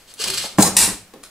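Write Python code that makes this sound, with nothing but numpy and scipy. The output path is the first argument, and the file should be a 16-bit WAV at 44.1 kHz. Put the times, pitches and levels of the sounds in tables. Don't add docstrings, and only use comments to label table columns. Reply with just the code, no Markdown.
import sys
import numpy as np
from scipy import signal
from scipy.fft import rfft, irfft
from scipy.io import wavfile
from scipy.ndimage import uniform_filter1d

SR = 44100
rng = np.random.default_rng(int(sys.argv[2]) if len(sys.argv) > 2 else 0)


def transcribe(u):
    v = np.clip(np.atleast_2d(u).T, -1, 1)
    q = np.round(v * 32767).astype(np.int16)
    wavfile.write(sys.argv[1], SR, q)


N = 57330
T = np.arange(N) / SR
HZ = np.fft.rfftfreq(N, 1 / SR)

# pitch_hz, level_db
BACKGROUND_TONE = [(25, 4), (60, -4), (200, -3.5), (500, -3.5), (1400, -6.5), (3000, -10), (8000, -13.5),
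                   (12000, -15.5), (15500, -20)]
# pitch_hz, fade_s
ROOM_FADE = [(100, 0.55), (300, 0.36), (1000, 0.3), (3000, 0.37), (8000, 0.28), (15000, 0.15)]
# pitch_hz, level_db
ECHO_TONE = [(100, 7.5), (300, 3), (800, 0), (2500, 0), (8000, -2.5), (15000, -2)]
# pitch_hz, likeness
STEREO_LIKENESS = [(50, 0.93), (300, 0.99), (800, 0.91), (1600, 0.88), (3500, 0.14), (7000, 0.29),
                   (15000, 0.64)]
# time_s, level_db
RUB_LEVEL = [(.18, -59), (.25, -45), (.27, -39), (.36, -46), (.46, -46.5), (.52, -56.5), (.575, -43.5),
             (.72, -44), (.79, -33), (.84, -27.5), (.89, -38.5), (.93, -36), (1.02, -67)]
# pitch_hz, level_db
RUB_TONE = [(25, -9), (65, -4.5), (85, -14), (115, 1), (145, -14), (190, 3), (300, -5), (500, -6.5),
            (900, -10), (1600, -14.5), (4000, -37)]
# start_s, level_db, hold_s, fade_s, tilt_db_per_octave
TICK_HITS = [(.139, -34.5, 0.0024, 0.022, 5), (1.232, -42, 0.0036, 0.024, 0),
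             (1.236, -31.5, 0.00074, 0.025, 0), (1.247, -44.5, 0.015, 0.086, 0.5)]
# pitch_hz, level_db
TICK_TONE = [(500, -11), (1400, -3), (2500, -7), (4200, 0), (6000, -5), (7500, -2.5), (10500, -1),
             (13000, -12), (15500, -14)]
# time_s, level_db
SPOOL_LEVEL = [(.25, -60), (.28, -41), (.305, -34), (.335, -37), (.36, -54), (.4, -64)]
# pitch_hz, waver_hz, level_db
SPOOL_NOTES = [(116, 14, -5), (376, 14, 0)]
# start_s, level_db, hold_s, fade_s
COIL_HITS = [(.576, -36.5, .008, .02), (.584, -23.5, .016, .03), (.603, -17, 0.0037, 0.12),
             (.622, -7.5, 0.0043, 0.019), (.642, -20.5, 0.021, 0.096), (.661, -24, .017, 0.099),
             (.73, -39.5, 0.035, 0.024)]
# pitch_hz, level_db
COIL_TONE = [(800, -34), (2000, -14), (3100, -13.5), (3850, -8), (4050, -2.5), (4300, -9.5), (5300, -1),
             (6200, -3.5), (7600, 2), (9400, -0.5), (11500, -3.5), (12500, -9.5), (15500, -14)]
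# start_s, level_db, hold_s, fade_s
BLADE_HITS = [(.766, -7, 0.0057, 0.011), (.772, -13.5, 0.062, 0.29), (.7885, -5.5, .001, 0.0072),
              (.805, -25, .001, .01)]
# pitch_hz, level_db
BLADE_TONE = [(300, -53), (550, -21.5), (950, -12), (1350, -22), (1850, -7.5), (2600, -9.5), (3100, -12),
              (4000, -8), (5500, -6.5), (6800, -7.5), (7900, 0), (9200, -4), (10700, -7), (12000, -15),
              (14400, -16.5), (15500, -37)]
# pitch_hz, level_db, fade_s
BLADE_NOTES = [(1998, 17.5, 0.012), (2410, 0.5, .08), (4240, -1, 0.071), (5052, -23, 0.15),
               (7500, 10, 0.11), (7450, -8, 0.19), (8100, -9, 0.074), (8040, -4.5, 0.136),
               (8080, -4.5, 0.066), (7740, -12.5, 0.1), (9300, 7, .15), (10570, -14, 0.22)]
# start_s, thump_db, clack_db, clack_pitch_hz, clack_width_octaves
CASE_KNOCKS = [(.259, -49, -34.5, 840, 0.34), (0.441, -38, -28, 750, 0.62), (0.585, -1, -9, 614, 0.89),
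               (0.5989, -14, -19.5, 330, 2), (.63, -18, -16, 810, 0.22), (.654, -24, -26, 800, 1.1),
               (.665, -19.5, -21.5, 495, 1), (0.675, -33, -21.5, 750, 0.73), (.876, -22.5, -29, 400, 0.87),
               (0.887, -26, -27, 504, 2.6), (1.138, -56, -35, 428, 0.52), (1.159, -53, -45, 432, 0.51),
               (1.194, -50, -57, 348, 1.4)]
# pitch_hz, level_db, fade_s
BENCH_NOTES = [(121, -14, 0.19), (191.7, -5.5, 0.15), (205.2, -4, 0.07), (289.5, -4.5, 0.065),
               (302.6, -1.5, 0.12), (365, -13, 0.096), (433, -15.5, 0.2), (492, -19.5, .15),
               (750, -23, 0.37), (826, -15.5, 0.24), (1028, -31, 0.16), (1335, -28, 0.28)]
# time_s, level_db
PULL_LEVEL = [(0, -53.5), (.068, -66), (.078, -52), (.115, -45.5), (.13, -58), (.165, -58.5), (.193, -36.5),
              (.203, -28), (.23, -29), (.32, -32), (.41, -29.5), (.455, -30), (.49, -41), (.54, -46.5),
              (.58, -55.5)]
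# start_s, level_db, hold_s, fade_s
SPOOL_BUMPS = [(.212, -26.5, 0.012, 0.016), (.238, -17.5, 0.0048, 0.01), (.274, -23.5, 0.011, .015),
               (.299, -17, 0.0027, 0.022), (.335, -26, 0.01, 0.05), (.373, -23, 0.012, .025),
               (.406, -38, 0.0033, .015), (.439, -49, 0.0016, 0.011)]
# pitch_hz, level_db
RASP_TONE = [(290, -30.5), (500, -8), (611, -13), (815, -12), (1310, -15), (2040, -7), (2760, -5.5),
             (4070, 0.5), (6640, -6.5), (7560, -3), (10100, -9.5), (11000, -6.5), (12500, -16.5),
             (14800, -20.5), (15500, -26)]


def amp(db):
    return 10 ** (np.asarray(db) / 20)


def unit(x):
    return x / np.sqrt(np.mean(x ** 2) + 1e-20)


def fade(time_s, fade_s):
    return np.exp(-np.log(1000) * time_s / fade_s)


def by_pitch(points, hz=HZ):
    pitches, values = np.transpose(points)
    return np.interp(np.log(hz + 1), np.log(pitches + 1), values)


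def level(points):
    return amp(np.interp(T, *np.transpose(points), left=-np.inf, right=-np.inf))


def convolve(x, response):
    return signal.fftconvolve(x, response)[:N]


def colour(x, tone_db):
    log_gain = np.log(amp(tone_db))
    mirrored = np.r_[log_gain, log_gain[-2:0:-1]]
    response = np.fft.ifft(np.exp(np.conj(signal.hilbert(mirrored)))).real[:4096]
    return convolve(x, response / np.linalg.norm(response))


def ring(notes):
    return sum(amp(db) * fade(T, fade_s) * np.sin(2 * np.pi * hz * T) for hz, db, fade_s in notes)


def grains(per_s, spread_db):
    chance, size, sign = rng.random(N), rng.exponential(1, N), rng.choice([-1, 1], N)
    stream = sign * amp(spread_db * np.minimum(size, 3)) * (chance < per_s / SR)
    return stream / np.sqrt(abs(uniform_filter1d(stream ** 2, size=260)) + 1e-6)


def bursts(hits, rise_s):
    power = 0
    for start_s, db, hold_s, fade_s in hits:
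        rise = np.clip((T - start_s) / rise_s, 0, 1)
        fall = fade(np.maximum(T - start_s - hold_s, 0), fade_s)
        power += (amp(db) * rise * fall) ** 2
    return np.sqrt(power)


def note(start_s, pitch_hz, level_db, rise_s, fade_s):
    return bursts([(start_s, level_db, 0, fade_s)], rise_s) * np.sin(2 * np.pi * pitch_hz * (T - start_s))


def diffuse(pair):
    a, b = rfft(pair)
    likeness = by_pitch(STEREO_LIKENESS)
    mid, side = a * np.sqrt((1 + likeness) / 2), b * np.sqrt((1 - likeness) / 2)
    return irfft([mid + side, mid - side], N)


def room(x, tail_db, early_db=-20, left_lag_ms=0):
    taps = diffuse(rng.choice([-1., 1.], (2, N)) * (rng.random((2, N)) < 6000 / SR))
    hz, time_s, bands = signal.stft(taps, SR, nperseg=256)
    bands *= fade(time_s, by_pitch(ROOM_FADE, hz)[:, None])
    tail = signal.istft(bands, SR, nperseg=256)[1][:, :N] * (T > .0047)
    early = taps[:, ::-1] * fade(T, fade_s=.027) * (T > .0005)
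    echoes = sum(amp(db) * part / np.linalg.norm(part, axis=1, keepdims=True)
                 for db, part in [(tail_db, tail), (early_db, early)])
    echoes = irfft(rfft(echoes) * amp(by_pitch(ECHO_TONE)), N)[:, :N // 2]
    left = irfft(rfft(x) * np.exp(-2j * np.pi * HZ * left_lag_ms / 1000), N)
    return np.array([left, x]) + np.array([convolve(x, side) for side in echoes])


def background(level_db=-52):
    noise = diffuse(rng.standard_normal((2, N)))
    return amp(level_db) * unit(irfft(rfft(noise) * amp(by_pitch(BACKGROUND_TONE)), N))


def case_rubbing():
    friction = grains(per_s=3000, spread_db=1.3) * level(RUB_LEVEL)
    return room(colour(friction, by_pitch(RUB_TONE)), tail_db=-20.5)


def finger_ticks():
    ticks = 0
    for *hit, tilt in TICK_HITS:
        contacts = grains(per_s=3000, spread_db=6.3) * bursts([hit], rise_s=.00061)
        ticks += colour(contacts, by_pitch(TICK_TONE) + tilt * np.log2(HZ / 5000 + 1e-2))
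    return room(ticks, tail_db=-4, early_db=-7, left_lag_ms=.03)


def spool_drone():
    drone = 0
    for hz, waver_hz, db in SPOOL_NOTES:
        waver = unit(uniform_filter1d(rng.standard_normal(N), size=500))
        drone += amp(db) * np.sin(2 * np.pi * np.cumsum(hz + waver_hz * waver) / SR)
    return room(drone * level(SPOOL_LEVEL), tail_db=-14)


def release_tap():
    return room(note(start_s=.197, pitch_hz=430, level_db=-27, rise_s=.003, fade_s=.06), tail_db=-14)


def bench_hum():
    return room(note(start_s=.657, pitch_hz=193, level_db=-19, rise_s=.0027, fade_s=.32), tail_db=-18)


def coil_rattle():
    contacts = grains(per_s=9000, spread_db=3.3) * bursts(COIL_HITS, rise_s=.00066)
    rattle = colour(contacts, by_pitch(COIL_TONE))
    return amp(-.5) * room(rattle, tail_db=-1, early_db=0, left_lag_ms=.035)


def blade_slap(ring_db=-14):
    contacts = grains(per_s=12000, spread_db=1.7) * bursts(BLADE_HITS, rise_s=.0014)
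    ringing = convolve(contacts, ring(BLADE_NOTES))
    ringing *= np.linalg.norm(contacts) / np.linalg.norm(ringing)
    slaps = colour(contacts, by_pitch(BLADE_TONE))
    return room(slaps + amp(ring_db) * ringing, tail_db=-7, early_db=-6)


def case_knocks(thump_rise_s=.0024, low_cut_hz=95, clack_fade_s=.04, scrape_db=-1.5):
    thump = ring(BENCH_NOTES) * (1 - np.exp(-T / thump_rise_s))
    broad_tone = amp(-16.5) / np.hypot(1, HZ / 2000) * HZ / (HZ + 400)
    thumps, clacks = np.zeros(N), np.zeros(N)
    for start_s, thump_db, clack_db, pitch_hz, octaves in CASE_KNOCKS:
        start = round(start_s * SR)
        thumps[start:] += amp(thump_db) * thump[:N - start]
        force = bursts([(start_s, 0, 0, clack_fade_s)], rise_s=.00019)
        contacts = amp(scrape_db) * grains(per_s=8000, spread_db=5.9) * force
        contacts[start] += np.linalg.norm(force)
        hollow_tone = np.exp(-.5 * (np.log2((HZ + 1) / pitch_hz) / octaves) ** 2)
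        clack = colour(contacts, 20 * np.log10(hollow_tone + broad_tone + 1e-4))
        clacks += amp(clack_db) * clack * np.linalg.norm(force) / np.linalg.norm(clack)
    thumps = signal.sosfilt(signal.butter(3, low_cut_hz, "highpass", fs=SR, output="sos"), thumps)
    return room(thumps, tail_db=-17) + room(clacks, tail_db=-.5, early_db=.5)


def tape_rasp():
    force = np.hypot(level(PULL_LEVEL), bursts(SPOOL_BUMPS, rise_s=.0023))
    slips = grains(per_s=9000, spread_db=4) * force
    return room(colour(slips, by_pitch(RASP_TONE)), tail_db=-4.5, early_db=.5, left_lag_ms=.018)


def scene():
    pulling = release_tap() + tape_rasp() + spool_drone()
    setting_down = case_rubbing() + case_knocks() + bench_hum() + coil_rattle() + blade_slap()
    return (pulling + setting_down + finger_ticks() + background()) * amp([[.3], [-.3]])


def record(dry):
    treble_cut = signal.firwin(511, 15750, window=("kaiser", 9), fs=SR)
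    return signal.oaconvolve(np.clip(dry, -1, 1), treble_cut[None], "same")


dry = scene()
out = record(dry)
transcribe(out)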